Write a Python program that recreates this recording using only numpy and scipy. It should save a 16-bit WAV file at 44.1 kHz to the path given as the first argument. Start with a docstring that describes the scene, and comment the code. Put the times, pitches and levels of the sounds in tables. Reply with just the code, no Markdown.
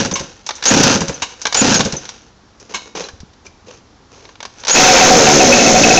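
"""A pocket bike's small two-stroke is pull-started on a brick yard, close to an overloading microphone.
A first pull runs out; two more (0.7 s, 1.5 s) whirr the pulley and only turn the engine over in puffs.
The bike is shifted with scuffs and knocks, wind thumps the microphone, and the rider pulls again (4.7 s).
The engine catches and races: exhaust pulses ring the pipe, piston slap rings the fins.
By 5.6 s it has sunk to a rattling idle that fires only every few turns."""
import sys
import numpy as np
from scipy import signal
from scipy.io import wavfile

SR = 44100
rng = np.random.default_rng(int(sys.argv[2]) if len(sys.argv) > 2 else 0)


def wav_out(sig):
    """Save sig, one row per channel (or a flat mono array), as 16-bit PCM at SR to the path in sys.argv[1]."""
    wavfile.write(sys.argv[1], SR, np.round(np.clip(np.atleast_2d(sig).T, -1, 1) * 32767).astype(np.int16))


N = 264159
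TIME = np.arange(N) / SR
TAIL = TIME[:SR // 2]  # time axis of one short event
RACING_HZ = 89.8

# turns on which the mixture fires: (time [s], bark level [dB], silencer level [dB])
FIRINGS = [(4.760, -5, -25), (4.790, -16, -9.5), (4.838, -12, -11.5), (4.883, -7, -4.5), (4.962, -13, -13),
           (5.010, -8, -6.5), (5.105, -15, -2), (5.267, -7, -6), (5.403, -4.5, -6), (5.523, -2, -11),
           (5.592, -5.5, -14), (5.663, -7.5, -9.5), (5.750, -8.5, -7), (5.835, -3, -11), (5.905, -8, -8),
           (5.974, -7, -7.5)]
# rope pulls: (pawl bite [s], stroke end [s], spin-down [s], whirr level [dB], bite level [dB])
PULLS = [(-.25, -.04, 0.091, -14, 0), (0.655, 0.926, 0.042, -10, 6.5), (1.545, 1.72, 0.089, -10.5, 6.5),
         (4.681, 4.74, .05, -10.5, 3)]
# starter cover modes: (frequency [Hz], width [Hz], level [dB])
COVER_MODES = [(519, 73, 4), (893, 120, 3), (1094, 170, -1.5), (1523, 310, 0), (2283, 170, -10.5),
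               (3600, 920, -14.5), (6100, 1130, -3.5)]


def engine():
    """Each turn gives an exhaust pulse, a rush of gas and a piston slap that rings the fins."""
    # exhaust, gas rasp and metal clatter spectra: (frequency [Hz], level [dB])
    exhaust_spectrum = [(25, -11.5), (85, -19), (130, -9), (250, -3), (350, -7.5), (480, 0.5), (620, -5.5),
                        (720, 0), (850, -14.5), (1100, -35.5), (2000, -21.5), (4000, -43)]
    rasp_spectrum = [(300, -28.5), (700, -2.5), (950, 4), (1100, -2.5), (1380, 0.5), (1650, -4),
                     (2000, -2.5), (2500, -1), (3200, -6.5), (4500, -8), (7000, -30)]
    clatter_spectrum = [(1500, -17), (3000, -13.5), (4000, -4.5), (4900, -6), (5400, -6), (6300, 3),
                        (7000, -2), (7600, -8), (9000, -24)]
    # exhaust pipe and cylinder fin modes: (frequency [Hz], width [Hz], level [dB])
    pipe_modes = [(277, 30, -6), (539, 10, 11)]
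    fin_modes = [(5344, 130, 0), (5940, 170, -5), (6300, 720, -8), (3900, 24, -23), (1426, 240, -7.5)]
    catch_s, catch_rise_s = 4.735, 0.027
    rasp_db_per_hz, clatter_db_per_hz = 0.22, 0.0751  # both fade as the crank slows
    speed_hz = crank_speed()
    turns = np.cumsum(speed_hz) / SR
    slowed_hz = (RACING_HZ - speed_hz) * (TIME > catch_s + catch_rise_s)

    pulses = np.diff(np.floor(turns), prepend=0) * flutter(per_s=70, depth_db=6.5)
    rush = evened(noise() * (.45 + np.exp(-(turns % 1) / .35)))
    pipe = evened(body(pulses + .03 * rush, pipe_modes) * flutter(per_s=16, depth_db=4))
    gas = 1.07 * evened(coloured(rush + 0.39 * evened(pulses), exhaust_spectrum)) + .4 * pipe
    rasp = 1.42 * evened(coloured(rush * flutter(per_s=250, depth_db=1.5), rasp_spectrum))

    slap_turns = turns + .5
    slaps = np.diff(np.floor(slap_turns), prepend=0) * flutter(per_s=70, depth_db=2.5)
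    ticks = .6 * body(slaps, fin_modes)
    hiss = noise() * (1 + 0.25 * np.exp(-(slap_turns % 1) / 0.73))
    clatter = 1.02 * evened(coloured(hiss, clatter_spectrum)) + .5 * body(hiss, fin_modes) + ticks

    running = gas * gain_of(-10.5)
    running += rasp * gain_of(-12 - rasp_db_per_hz * slowed_hz)
    running += clatter * gain_of(-11 - clatter_db_per_hz * slowed_hz)
    return exhaust_note(turns, speed_hz) + running * ramp(catch_s, catch_rise_s)


def crank_speed():
    """Turns per second: each firing kicks the crank, which then coasts to the next."""
    # crank speed trend: (time [s], speed [Hz])
    trend = [(4.70, 35), (4.80, 84), (4.86, 90), (5.05, 87), (5.2, 77), (5.33, 72.5), (5.5, 62),
             (5.62, 56.5), (6.0, 56.5)]
    surge_hz, rise_share = 2.1, .25
    fired_s = [row[0] for row in FIRINGS]
    cycle = np.interp(TIME, fired_s, np.arange(len(fired_s))) % 1
    surge = np.interp(cycle, [0, rise_share, 1], [-1, 1, -1])
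    return np.interp(TIME, *np.transpose(trend)) + surge_hz * surge


def exhaust_note(turns, speed_hz):
    """Sputtering overtones of the crank; the strongest sink as the engine slows."""
    # crank overtones: (order [1], level [dB])
    orders = [(2, -3), (3, -4), (4, -1), (5, -4), (6, 2), (7, -3), (8, -8), (9, -9), (10, -9), (11, -10)]
    # note envelope: (time [s], level [dB])
    envelope = [(4.76, -23), (4.88, -18), (5.06, -16), (5.17, -11), (5.48, -10.5), (5.6, -15),
                (5.99, -14.5)]
    racing_centre_hz, floor_hz, sag_hz_per_hz, log_width = 556, 261, 10.36, 0.14
    centre_hz = np.maximum(racing_centre_hz - sag_hz_per_hz * (RACING_HZ - speed_hz), floor_hz)
    note = np.zeros(N)
    for order, db in orders:
        emphasis = 0.42 + np.exp(-(np.log(order * speed_hz / centre_hz) / log_width) ** 2)
        sputter = flutter(per_s=30, depth_db=2.6)
        note += gain_of(db) * emphasis * sputter * np.cos(2 * np.pi * order * turns + rng.random() * 2)
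    return note / np.std(note[TIME > envelope[0][0]]) * level(envelope)


def firings():
    """A burning charge barks at the port and leaves the silencer humming."""
    # (frequency [Hz], width [Hz], level [dB])
    bark_modes = [(2570, 81, 0), (2270, 84, -4.5)]
    out = np.zeros(N)
    for s, bark_db, silencer_db in FIRINGS:
        blast = body(noise(len(TAIL)), bark_modes) * dying(t60_s=0.15, rise_s=0.001)
        bark = 0.97 * ring(hz=2581, t60_s=0.06, rise_s=0.0012) + .5 * blast
        add(out, s, gain_of(bark_db + 4.5) * bark)
        add(out, s, gain_of(silencer_db + 13.5) * ring(hz=745.2, t60_s=0.12, rise_s=0.012))
    return out


def cranking():
    """Each unfired compression ends in a hollow puff that rings the pipe and shakes the cover."""
    # (frequency [Hz], level [dB])
    air_spectrum = [(40, -21.5), (90, -16), (150, 6.0), (520, -3.5), (900, -11), (2500, -20.5)]
    free_hz, sag_hz, sag_db = 253.4, 104, 12  # sag at full drag
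    pipe = (0.16 * ring(hz=265, t60_s=0.061, rise_s=0.0036)
            + 0.37 * ring(hz=460.5, t60_s=.1, rise_s=0.0038)
            + 0.34 * ring(hz=544, t60_s=0.15, rise_s=0.0045))
    out = np.zeros(N)
    for s, run_db, drag in compressions():
        db = run_db - 1.5 - sag_db * drag
        hz = free_hz - sag_hz * drag
        air = evened(coloured(noise(len(TAIL)), air_spectrum)) * dying(t60_s=0.17, rise_s=.006)
        thud = ring(hz, t60_s=0.037, rise_s=0.0038) + 0.15 * ring(hz / 2, t60_s=0.12, rise_s=0.005)
        add(out, s, gain_of(db) * (2.28 * thud + pipe + .5 * air))
        shake = body(noise(len(TAIL)), COVER_MODES) * dying(t60_s=.035, rise_s=.001)
        add(out, s + .005, gain_of(db - 4) * shake)
    return out


def compressions():
    """Rows (time [s], level [dB], drag [0..1]): drag grows each turn and stretches the gaps."""
    # unfired runs of the crank: (first [s], last [s], compressions [count], level [dB])
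    runs = [(.001, .204, 4, -3.5), (.710, 1.090, 10, 1), (1.615, 1.932, 8, -.5)]
    drag_ratio, stretch = .62, 1.86
    rows = []
    for first_s, last_s, count, db in runs:
        drag = drag_ratio ** np.arange(count)[::-1]
        elapsed = np.cumsum(1 + stretch * drag)
        times_s = np.interp(elapsed, elapsed[[0, -1]], [first_s, last_s])
        rows += zip(times_s, [db] * count, drag)
    return rows


def starter():
    """The pulley whirrs and chatters in its cover, the rope sings, the pawls ping as the crank stops."""
    # pulley spectrum: (frequency [Hz], level [dB])
    whirr_spectrum = [(120, -14.5), (250, -3), (400, -5), (520, 5), (640, -13), (780, 3), (1100, -10.5),
                      (1400, 1.5), (2000, -12.5), (2600, -2), (3500, -6.5), (5000, -5), (6300, 0),
                      (7600, -12), (9500, -33)]
    # rope singing in its guide: (time [s], length [s], level [dB], start [Hz], end [Hz])
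    squeals = [(0.658, 0.051, -9, 6290, 6960), (1.56, 0.062, -9, 6990, 6860),
               (1.737, 0.058, -15.5, 6870, 6200), (4.702, 0.06, -8, 6530, 6910)]
    # a pawl drops off its tooth: (time [s], level [dB])
    pawl_drops = [(.138, -10), (1.142, -21), (1.966, -15)]
    whirr = evened(coloured(noise() * flutter(per_s=350, depth_db=4.5), whirr_spectrum))
    clicks = grains(per_s=260, spread_db=2.5)
    chatter = evened(coloured(clicks, whirr_spectrum)) + 0.55 * body(clicks, COVER_MODES)
    teeth = grains(per_s=55, spread_db=2)
    tooth_click = body(noise(len(TAIL)), COVER_MODES) * dying(t60_s=.018)
    ratchet = evened(signal.oaconvolve(teeth, tooth_click)[:N])
    strokes = sum(gain_of(db) * stroke(*timing) for *timing, db, _ in PULLS)
    out = (0.5 * whirr + 0.29 * chatter + 0.2 * ratchet) * lurches() * strokes
    for s, length_s, db, start_hz, end_hz in squeals:
        size = int(length_s * SR)
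        song = resonate(noise()[:size], np.linspace(start_hz, end_hz, size), width_hz=57)
        add(out, s, gain_of(db) * evened(song) * signal.windows.tukey(size, .4))
    for s, db in pawl_drops:
        ping = ring(hz=6060, t60_s=0.073, rise_s=0.00083) + 0.66 * ring(hz=6440, t60_s=0.063)
        add(out, s, gain_of(db) * ping)
    return out


def stroke(bite_s, end_s, spin_down_s):
    """Gain of one pull: slack is taken up, the pulley grips and spins down, the spring rewinds."""
    slack_s, grip_s, rewind_s = 0.16, 0.02, 0.6
    slack = gain_of(-27.5) * ramp(bite_s - slack_s, slack_s / 2)
    grip = ramp(bite_s, grip_s)
    spin = np.exp(-(np.maximum(TIME - end_s, 0) / spin_down_s) ** 2)
    rewind = gain_of(-19) * (1 - ramp(end_s, rewind_s))
    return (1 - grip) * slack + grip * np.maximum(spin, rewind)


def lurches():
    """Gain of the pulley: it chatters harder as the crank jerks over each compression."""
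    out = np.ones(N)
    for s, _, drag in compressions():
        add(out, s, 0.62 * (1 - drag) * dying(t60_s=0.066, rise_s=.002))
    return out


def knocks():
    """Cracks of handle and pawls ring the plastic cover; harder blows rattle and ring the frame."""
    # starter handle and loose parts: (time [s], level [dB], brightness [dB])
    hits = [(.464, -11.5, 7), (.49, -3, -5.5), (.507, -7.5, -6), (.553, -20, 15), (.625, -7, -4),
            (.638, -4, 0), (.834, 11.5, 3.5), (1.416, -12.5, 9), (1.454, 3.5, -7), (1.468, -1.5, -2),
            (1.525, -3.5, 0.5), (1.742, 5, 5), (1.806, 3, -4), (2.053, -19.5, 0), (2.09, -13, 2.5),
            (2.599, -28, 7.5), (3.086, -18, -3), (3.203, -27, 2.5), (3.333, -36, -2), (3.464, -26.5, 4.5),
            (4.253, -23, -11), (4.291, -26, -10), (4.355, -28, -8), (4.404, -14.5, -7), (4.428, -14, -4),
            (4.452, -13, -3), (4.6, -25.5, 11), (4.636, -12.5, -12), (4.65, -10.5, -1.5), (4.67, -5, -1),
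            (4.696, 2.5, 0.5)]
    # blows on the frame: (time [s], rattle level [dB], rattle t60 [s], ring level [dB])
    blows = [(0.154, -15.5, 0.16, -31), (1.220, -9, .09, -29), (2.738, -22, 0.078, -47),
             (2.744, -13.5, .11, -23.5)]
    # frame modes: (frequency [Hz], level [dB], t60 [s])
    frame_modes = [(990, -1.5, .17), (1577, -14, .3), (2240, -1, .12), (2215, -16.5, .6), (2800, -3, .13),
                   (2985, -12, .3), (3779, -15, .7), (4064, -15, .35), (4183, -12, .35), (4560, -15, .3),
                   (5383, -15, .3), (6342, -12, .2)]
    # loose steel part: (frequency [Hz], width [Hz], level [dB])
    rattle_modes = [(1026, 85, 4), (1590, 150, -10), (2205, 100, -4.5), (2810, 410, -4.5),
                    (3670, 310, -9.5), (5460, 830, -11), (6300, 290, -7.5)]
    pawl_bright_db, lead_s, sag_db = 4, 0.0087, 6
    doubling_db = 11  # brightness that doubles the decay: metal outrings plastic
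    frame = sum(gain_of(db) * ring(hz, t60_s) for hz, db, t60_s in frame_modes)
    bites = [(s, db, pawl_bright_db) for s, *_, db in PULLS if s > 0]
    # the slowing crank jolts the pawls just before each puff
    clacks = [(s - lead_s * drag, run_db - 1.5 - sag_db * drag, pawl_bright_db * drag)
              for s, run_db, drag in compressions()]
    out = np.zeros(N)
    for s, db, bright_db in hits + bites + clacks:
        low_db, top_db = -14 - 0.25 * bright_db, -5 + bright_db
        spectrum = [(100, low_db - 8), (500, low_db + 3), (900, low_db + 5), (1400, low_db + 2.5),
                    (2400, -9), (4000, -5), (5500, top_db + 0.5), (7500, top_db - 5.5)]
        contact = noise(len(TAIL))
        crack = evened(coloured(contact + 0.76 * body(contact, COVER_MODES), spectrum))
        decay = dying(t60_s=0.049 * 2 ** (bright_db / doubling_db)) + 0.018 * dying(t60_s=0.22)
        add(out, s, gain_of(db - 7) * (crack * decay + 0.057 * frame))
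    for s, db, t60_s, ring_db in blows:
        rattle = body(noise(len(TAIL)), rattle_modes) + 0.67 * noise(len(TAIL))
        add(out, s, gain_of(db) * rattle * dying(t60_s, rise_s=0.0018) + gain_of(ring_db) * frame)
    return out


def handling_and_wind():
    """Shoes, tyres and clothes scuff; small bumps, creaks and clinks; wind thumps the microphone."""
    # scuffs: (time [s], rise [s], length [s], level [dB])
    scuffs = [(2.6, .01, 0.061, -42.5), (2.688, 0.01, .13, -35), (2.856, .006, 0.04, -39.5),
              (2.95, .003, 0.11, -24), (3.444, 0.012, .03, -41), (3.659, 0.028, .11, -38),
              (4.098, 0.05, 0.22, -41.5), (4.42, .02, .06, -46)]
    # scuff spectrum: (frequency [Hz], level [dB])
    grit_spectrum = [(88, -50), (150, -5.5), (289, -6), (458, 4.5), (626, -6.5), (992, -6), (2040, -14),
                     (2610, -8), (3240, -13.5), (3940, -13), (4420, -13.5), (6340, -6.5), (7600, -18.5),
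                     (9880, -38), (16700, -120)]
    # low wind thumps, small bumps, creaks and clinks: (time [s], level [dB], pitch [Hz], t60 [s])
    short_notes = [(2.951, -31, 378, 0.054), (2.99, -34, 536, 0.23), (2.991, -35, 2620, 0.04),
                   (3.04, -26, 4050, .04), (3.089, -32.5, 1680, 0.038), (3.135, -35, 80.6, 0.097),
                   (3.204, -33.5, 69, 0.11), (3.232, -24, 169, 0.022), (3.466, -30, 2370, 0.026),
                   (3.682, -36.5, 497, 0.12)]
    friction = noise() * flutter(per_s=250, depth_db=3.5) + .5 * grains(per_s=240, spread_db=6)
    out = evened(coloured(friction, grit_spectrum)) * sum(scuff(*row) for row in scuffs)
    for s, db, hz, t60_s in short_notes:
        add(out, s, gain_of(db + 4.5) * ring(hz, t60_s, rise_s=0.001))
    return out


def scuff(start_s, rise_s, length_s, db):
    """Gain of one scuff: it eases off along its length, then dies."""
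    sag_db, t60_s = 7.5, 0.15
    release_db = 60 * np.maximum(TIME - start_s - length_s, 0) / t60_s
    return ramp(start_s, rise_s) * gain_of(db - sag_db * ramp(start_s, length_s) - release_db)


def walls(x):
    """House front and paving throw back a short scatter."""
    echoes_per_s = 2000
    taps = noise(len(TAIL)) * (rng.random(len(TAIL)) < echoes_per_s / SR)
    taps *= dying(t60_s=0.4, rise_s=0.0047)
    return signal.oaconvolve(x, taps / np.linalg.norm(taps))[:N]


def yard():
    """Faint, steady outdoor rumble and hiss."""
    # background spectrum: (frequency [Hz], level [dB])
    spectrum = [(15, -58), (25, -5), (103, -1), (143, -8.5), (226, -5), (421, -10), (617, -15),
                (783, -11.5), (1680, -18.5), (2090, -22), (2470, -23.5), (5570, -22.5), (7600, -26.5),
                (9880, -71), (16700, -120)]
    return gain_of(-48.5) * evened(coloured(noise(), spectrum))


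def gain_of(db):
    """Decibels to amplitude."""
    return 10 ** (np.asarray(db) / 20)


def evened(x):
    """Scaled to rms 1."""
    return x / np.sqrt(np.mean(x ** 2) + 1e-20)


def noise(size=N):
    """White noise."""
    return rng.standard_normal(size)


def grains(per_s, spread_db):
    """Sparse clicks of uneven size."""
    size = gain_of(spread_db * np.minimum(rng.exponential(1, N), 4))
    return evened(size * np.sign(noise()) * (rng.random(N) < per_s / SR))


def flutter(per_s, depth_db):
    """Randomly wandering gain."""
    knots_s = np.arange(0, TIME[-1] + 1, 1 / per_s)
    return gain_of(depth_db * np.interp(TIME, knots_s, noise()[:len(knots_s)]))


def add(mix, s, sound):
    """Mixes a sound in at a time."""
    part = mix[max(round(s * SR), 0):][:len(sound)]
    part += sound[:len(part)]


def ramp(start_s, length_s):
    """Rises from 0 to 1 and holds."""
    return np.clip((TIME - start_s) / length_s, 0, 1)


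def level(rows):
    """Gain from (time [s], level [dB]) rows, fading out just outside their span."""
    s, db = np.transpose(rows)
    inside_s = np.minimum(TIME - s[0], s[-1] - TIME)
    return gain_of(np.interp(TIME, s, db)) * np.clip(1 + inside_s / .004, 0, 1)


def coloured(x, spectrum):
    """Minimum-phase filter from (frequency [Hz], level [dB]) rows."""
    hz, db = np.transpose(spectrum)
    bins_hz = abs(np.fft.fftfreq(4096, 1 / SR))
    log_gain = np.log(gain_of(np.interp(np.log(bins_hz + 1), np.log(hz + 1), db)) + 1e-5)
    taps = np.fft.ifft(np.exp(np.conj(signal.hilbert(log_gain)))).real
    return signal.oaconvolve(x, taps[:len(taps) // 2])[:len(x)]


def resonate(x, hz, width_hz):
    """Unity-gain resonance, steady or gliding."""
    carrier = np.exp(2j * np.pi * np.cumsum(hz * np.ones(len(x))) / SR)
    pole = np.exp(-np.pi * width_hz / SR)
    return 2 * (carrier * signal.lfilter([1 - pole], [1, -pole], x / carrier + 1e-18)).real


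def body(x, modes):
    """Parallel resonances, scaled to rms 1."""
    return evened(sum(gain_of(db) * resonate(x, hz, width_hz) for hz, width_hz, db in modes))


def dying(t60_s, rise_s=0.00039):
    """Envelope of a blow."""
    return gain_of(-60 * TAIL / max(t60_s, .004)) * (1 - np.exp(-TAIL / rise_s))


def ring(hz, t60_s, rise_s=.0005):
    """One struck mode."""
    return dying(t60_s, rise_s) * np.sin(2 * np.pi * hz * TAIL)


def scene():
    """The bike, its echo and the quiet yard, in mono."""
    near = starter() + cranking() + knocks() + engine() + firings() + handling_and_wind()
    return (near + yard() + gain_of(-12.5) * walls(near))[None]


def record(dry):
    """The microphone overloads and cuts the treble; remaining peaks are rounded off."""
    mic_hz, edge_hz = 7350, 16000
    knee, headroom = .6, .17
    mic_lowpass = signal.firwin(57, mic_hz, window=("kaiser", 7), fs=SR)
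    edge_lowpass = signal.firwin(511, edge_hz, window=("kaiser", 9), fs=SR)
    overloaded = 0.77 * np.tanh(dry / 0.73)
    narrow = signal.oaconvolve(overloaded, mic_lowpass[None], "same")
    clipped = np.clip(narrow, -knee, knee)
    rounded = clipped + headroom * np.tanh((narrow - clipped) / headroom)
    return signal.oaconvolve(rounded, edge_lowpass[None], "same")


dry = scene()
out = record(dry)
wav_out(out)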